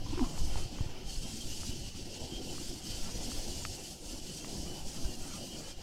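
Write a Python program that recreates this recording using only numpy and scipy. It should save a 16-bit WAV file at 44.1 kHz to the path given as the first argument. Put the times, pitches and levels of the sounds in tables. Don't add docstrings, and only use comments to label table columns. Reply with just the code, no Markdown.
import sys
import numpy as np
from scipy import signal
from scipy.fft import rfft, irfft, next_fast_len
from scipy.io import wavfile

SR = 44100
rng = np.random.default_rng(int(sys.argv[2]) if len(sys.argv) > 2 else 0)


def undo_db(level):
    steps = np.asarray(level, float) / 20
    return 10 ** steps


def transcribe(signal):
    frames = np.atleast_2d(signal).T
    limited = np.clip(frames, -1, 1)
    pcm = np.round(limited * 32767).astype(np.int16)
    wavfile.write(sys.argv[1], SR, pcm)


N = 256662

# (time [s], deep rumble level [dB],
# level of the thin murmur between drone and hiss [dB])
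LOW_AIR = [(0, -35.5, -63.5), (.55, -37, -57), (.85, -40.5, -58), (1.0, -43.5, -64), (1.6, -39, -59.5),
           (2.15, -41.5, -68), (2.55, -42.5, -62), (3.35, -38.5, -58), (3.85, -44.5, -62),
           (4.3, -44, -61.5), (4.55, -41.5, -60), (5.1, -43, -58), (5.82, -42.5, -61.5)]


def rms_one(x):
    return x / np.sqrt(np.mean(x ** 2) + 1e-20)


def in_time(rows):
    times, *columns = np.transpose(rows)
    return [np.interp(np.arange(N) / SR, times, column) for column in columns]


def drift(rate):
    pole = np.exp(-80 * np.pi * rate / SR)
    steps = rng.standard_normal(N // 40 + 2002)
    slow = signal.lfilter([1], [1, -2 * pole, pole * pole], steps)[2000:]
    return np.interp(np.arange(N) / 40, np.arange(len(slow)), rms_one(slow))


def ring(length, hz, t60):
    t = np.arange(length) / SR
    return np.sin(2 * np.pi * hz * t) * undo_db(-60 * t / t60)


def coloured(spectrum, patchy_db, flicker, tilt_db=0, count=12):
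    size = next_fast_len(N)
    hz, density_db = np.transpose(spectrum)
    octave = np.log2(np.maximum(np.arange(size // 2 + 1) * SR / size, 1e-3))
    shape = undo_db(np.interp(octave, np.log2(hz), density_db, -200, -200))
    noise = rfft(rng.standard_normal(size)) * shape
    centres = np.linspace(np.log2(hz[1]), np.log2(hz[-2]), count)
    out, together = 0, drift(flicker)
    for k in range(count):
        weight = np.interp(octave, centres, np.arange(count) == k)
        band = irfft(noise * weight, size)[:N]
        sway_db = patchy_db * (0.54 * together + drift(flicker))
        out = out + band * undo_db(sway_db + tilt_db * (min(k / count, .75) - .5))
    return rms_one(out)


def ticks():
    # (time [s], strike level [dB], ring frequency [Hz], dry crack re ring [dB])
    strikes = [(0.064, -38.5, 960, -20), (0.177, -33, 1340, -25), (0.1941, -28.5, 1120, -6),
               (0.258, -40, 1060, -16), (.377, -38.5, 885, -3), (0.557, -30, 860, -23),
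               (.786, -39, 1160, -20), (.808, -41, 1020, -23), (1.633, -38, 1300, -10),
               (2.581, -38.5, 1210, -18), (3.317, -37, 1310, -16), (3.6512, -32, 1250, 7.5),
               (3.652, -38, 1940, -3), (3.6528, -38, 1310, -5), (4.446, -38.5, 1140, -1)]
    # (frequency [Hz], level [dB], t60 [s])
    treble_modes = [(1820, 0, 0.0041), (2600, 2, 0.0035), (3300, -1, 0.0032), (4900, -5, 0.006)]
    ring_cycles = 12.8
    splinter_db, splinter_t60_s, splinters_per_s = -11, .025, 1200
    contact_hz = 3400

    crack = 0
    for k, (hz, mode_db, t60) in enumerate(treble_modes):
        crack = crack + (-1) ** k * undo_db(mode_db) * ring(4000, hz, t60)
    splinter = undo_db(splinter_db - 60 * np.arange(4000) / SR / splinter_t60_s)
    out = np.zeros(N + 4000)
    for start, strike_db, hz, crack_db in strikes:
        body = ring(4000, hz, ring_cycles / hz)
        chance = rng.random(4000) < splinters_per_s / SR
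        slips = splinter * rng.standard_normal(4000) * chance
        slips[0] = 1
        tick = signal.fftconvolve(slips, body + undo_db(crack_db) * crack)[:4000]
        out[round(start * SR):][:4000] += undo_db(strike_db) * tick
    return signal.sosfilt(signal.butter(2, contact_hz, fs=SR, output="sos"), out[:N])


def rub():
    # (time [s], level [dB])
    strokes = [(0.05, -72), (0.07, -53), (0.086, -63), (0.138, -53.5), (0.185, -56), (0.225, -46),
               (0.322, -61.5), (0.372, -56), (0.42, -59)]
    # (frequency [Hz], relative level [dB], t60 [s])
    rub_modes = [(840, -4, 0.042), (1017, 8, 0.036), (1140, -4, 0.02), (1390, -2, 0.018)]
    slips_per_s = 900

    silent_before, silent_after = (strokes[0][0] - .01, -120), (strokes[-1][0] + .02, -120)
    stroke_db, = in_time([silent_before] + strokes + [silent_after])
    slips = rng.standard_normal((len(rub_modes), N)) * (rng.random(N) < slips_per_s / SR)
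    rough = 0
    for row, (hz, mode_db, t60) in zip(slips, rub_modes):
        rough = rough + undo_db(mode_db) * signal.fftconvolve(row, ring(3000, hz, t60))[:N]
    return undo_db(stroke_db) * rms_one(rough)


def groan():
    # (time [s], frequency [Hz], level [dB])
    glides = [
        [(0.12, 300.4, -77), (0.128, 304, -37), (0.136, 322, -32.5), (0.155, 287, -68)],
        [(0.172, 353, -42), (0.179, 342, -35.5), (0.187, 360, -42), (0.194, 357, -40.5), (0.222, 248.6, -30.5),
         (0.234, 241, -28.5), (0.26, 239, -59)],
    ]
    rough_db, rough_hz = 2.2, 56
    shiver_share, shiver_hz = .05, 69
    overtone_db = -16

    out, t = np.zeros(N), np.arange(N) / SR
    for rows in glides:
        hz, tone_db = in_time(rows)
        fade = np.clip(np.minimum(t - rows[0][0], rows[-1][0] - t) / 0.0066, 0, 1)
        phase = 2 * np.pi * np.cumsum(hz * (1 + shiver_share * drift(shiver_hz))) / SR
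        tone = np.sin(phase) + undo_db(overtone_db) * np.sin(3 * phase)
        out += np.sqrt(2) * undo_db(tone_db + rough_db * drift(rough_hz)) * fade * tone
    return out


def thumps():
    # (time [s], push level [dB], ring frequency [Hz], t60 [s])
    pushes = [(0.087, -39, 75, 0.075), (.104, -26.5, 110, 0.052), (.262, -37, 298, 0.057),
              (0.223, -22.5, 31, 0.18), (0.445, -27, 30, 0.091), (0.561, -20.5, 34.8, 0.059),
              (.807, -18.5, 97, 0.052), (0.861, -24.5, 91, 0.039), (1.06, -29.5, 28.7, 0.3),
              (1.171, -23, 28, 0.12), (1.34, -33.5, 204, 0.067), (2.35, -31, 35, 0.11),
              (2.692, -28, 35.3, 0.054), (5.049, -25, 47, 0.14)]
    out = np.zeros(N + 9000)
    for start, push_db, hz, t60 in pushes:
        out[round(start * SR):][:9000] += undo_db(push_db) * ring(9000, hz, t60)
    return signal.sosfilt(signal.butter(2, 450, fs=SR, output="sos"), out[:N])


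def trill():
    # (start [s], length [s], frequency [Hz], level [dB])
    patches = [(0.49, 0.17, 3110, -55), (1.066, .092, 3150, -55), (1.09, 0.086, 4430, -50.5),
               (1.403, 0.032, 3190, -49), (1.483, .06, 2820, -54), (1.698, 0.043, 2990, -49),
               (1.768, .035, 3030, -56), (1.827, 0.047, 2940, -51), (2.304, 0.096, 3180, -48),
               (2.83, 0.15, 3110, -52.5), (2.893, 0.08, 4640, -51), (3.521, 0.018, 2920, -45),
               (4.497, 0.13, 5020, -54), (4.666, 0.14, 3006, -54), (5.056, 0.1, 2814, -57),
               (5.383, 0.086, 2920, -56), (5.477, 0.095, 2940, -51.5), (5.5, 0.071, 3200, -54),
               (5.644, 0.037, 2980, -51)]
    width_share, shiver_hz = .017, 210.0
    throb_db, throb_hz = 2.5, 47
    faint_db, faint_s = -63, .07

    out, t = np.zeros(N), np.arange(N) / SR
    shiver = np.cumsum(drift(shiver_hz)) / SR
    throb = undo_db(throb_db * drift(throb_hz))
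    when, stretch, pitch, upper = rng.random((24, 4)).T
    faint_hz = np.where(upper < .6, 2750 + 500 * pitch, 4300 + 1000 * pitch)
    faint = [(s * N / SR, faint_s * (.5 + k), f, faint_db) for s, k, f in zip(when, stretch, faint_hz)]
    for start, duration, hz, patch_db in patches + faint:
        fade = np.clip(np.minimum(t - start, start + duration - t) / 0.0056, 0, 1)
        out += undo_db(patch_db) * fade * np.sin(2 * np.pi * hz * (t + width_share * shiver))
    return out * throb


def hiss():
    # (time [s], level [dB], tilt [dB])
    swell = [(0, -55, -12), (.14, -50, -13), (.325, -49.5, -1), (.34, -47, 5), (.65, -48, -3.5),
             (.75, -50.5, -12.5), (1.03, -56, -16), (1.08, -47.5, -3), (1.27, -48, 2), (1.6, -43.5, 3),
             (1.85, -49.5, -4), (2.2, -49.5, -6.5), (2.43, -50.5, -7), (2.46, -45.5, 1), (3.0, -46, -0.5),
             (3.4, -44.5, 0), (3.72, -45.5, 2), (3.8, -46.5, 4.5), (4.8, -47.5, 1.5), (5.1, -47, 6),
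             (5.66, -48, 1.5), (5.82, -54, -16)]
    # (frequency [Hz], relative density per Hz [dB])
    hiss_spectrum = [(1350, -13), (2300, -11), (2900, -1), (3930, -4), (4370, 2), (5080, 3), (7900, -2.5),
                     (14100, -19), (15900, -25)]
    flutter_db, flutter_hz = 0.9, 14.3
    hiss_db, bright_db = in_time(swell)
    noise = coloured(hiss_spectrum, patchy_db=1.69, flicker=12.5, tilt_db=bright_db, count=36)
    return undo_db(hiss_db + flutter_db * drift(flutter_hz)) * noise


def whine():
    # (frequency [Hz], resonance width [Hz], level [dB])
    thin_lines = [(2990, 110, -66), (3183, 40, -68), (2400, 60, -77), (2730, 120, -70)]
    sway_db, sway_hz = 4.5, 2.9
    out = 0
    for hz, width_hz, line_db in thin_lines:
        pole = np.exp(-np.pi * width_hz / SR)
        resonance = [1, -2 * pole * np.cos(2 * np.pi * hz / SR), pole * pole]
        once = signal.lfilter([1, 0, -1], resonance, rng.standard_normal(N))
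        line = signal.lfilter([1], resonance, once)
        out = out + undo_db(line_db + sway_db * drift(sway_hz)) * rms_one(line)
    return out


def murmur():
    # (frequency [Hz], relative density per Hz [dB])
    murmur_spectrum = [(530, -4.5), (900, 1), (1100, -4), (1350, -2.5), (1580, -7.5), (2500, -6),
                       (3250, -8), (5500, -120)]
    heave_db, heave_hz = 1.5, 3.2
    _, murmur_db = in_time(LOW_AIR)
    noise = coloured(murmur_spectrum, patchy_db=4.0, flicker=9.7, count=26)
    return undo_db(murmur_db + heave_db * drift(heave_hz)) * noise


def drone():
    # (time [s], level [dB], tilt [dB])
    drone_course = [(0, -48.5, -2), (.5, -46, 2), (.8, -46.5, 0), (1.1, -51, -1), (1.4, -50.5, -2),
                    (1.9, -49, -10), (2.2, -46, 6), (2.6, -47, -8), (2.85, -48, -4), (3.4, -46.5, 8),
                    (3.85, -51, 1), (4.2, -48.5, 4), (4.4, -48, -7), (4.72, -43, 6.5), (4.95, -48.5, -6),
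                    (5.25, -47.5, -1), (5.45, -48.5, -3), (5.82, -50, 4)]
    # (frequency [Hz], relative density per Hz [dB])
    drone_spectrum = [(76, -17), (130, -1), (359, -0.5), (415, -9), (514, -7.5), (647, -11.5), (742, -9.5),
                      (1000, -22.5), (1300, -48), (2200, -120)]
    drone_db, full_db = in_time(drone_course)
    return undo_db(drone_db) * coloured(drone_spectrum, patchy_db=2.6, flicker=7, tilt_db=full_db, count=14)


def rumble():
    # (frequency [Hz], relative density per Hz [dB])
    rumble_spectrum = [(2.9, -62), (5.0, 10), (21, -0.5), (36, -9), (55, -9.5), (97, -11.5), (200, -22.5),
                       (260, -31), (440, -120)]
    heave_db, heave_hz = 2.5, 5.6
    lean_db, lean_hz = 3.5, 1.7
    rumble_db, _ = in_time(LOW_AIR)
    lean = lean_db * drift(lean_hz)
    noise = coloured(rumble_spectrum, patchy_db=2.5, flicker=29, tilt_db=lean, count=6)
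    return undo_db(rumble_db + heave_db * drift(heave_hz)) * noise


def mic_noise():
    # (frequency [Hz], relative density per Hz [dB])
    self_spectrum = [(6000, -20), (9000, -2), (12000, 0), (15000, -3), (15900, -4)]
    self_noise_db = -71
    return undo_db(self_noise_db) * coloured(self_spectrum, patchy_db=.2, flicker=11.0, count=3)


def dips():
    # (centre time [s], depth [dB], half length [s])
    hollows = [(.7, -3, 0.046), (1.922, -4.5, 0.044), (2.044, -6.5, 0.018), (2.192, -3.5, 0.014),
               (2.797, -3, 0.068), (3.992, -6, 0.083), (4.206, -4.5, 0.067), (4.84, -2, 0.055),
               (5.17, -3.5, 0.029), (5.752, -6, 0.053)]
    t = np.arange(N) / SR
    gain_db = 0
    for centre, depth_db, half in hollows:
        gain_db = gain_db + depth_db * np.cos(np.pi / 2 * np.clip((t - centre) / half, -1, 1)) ** 2
    return undo_db(gain_db)


def scene():
    background = (rumble() + drone() + murmur() + hiss() + mic_noise() + whine()) * dips()
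    handling = rub() + groan() + thumps()
    mono = background + trill() + ticks() + handling
    return np.array([mono, mono])


def roll_off(x):
    return signal.sosfilt(signal.butter(12, 15760, fs=SR, output="sos"), x)


def record(dry):
    return roll_off(dry)


dry = scene()
out = record(dry)
transcribe(out)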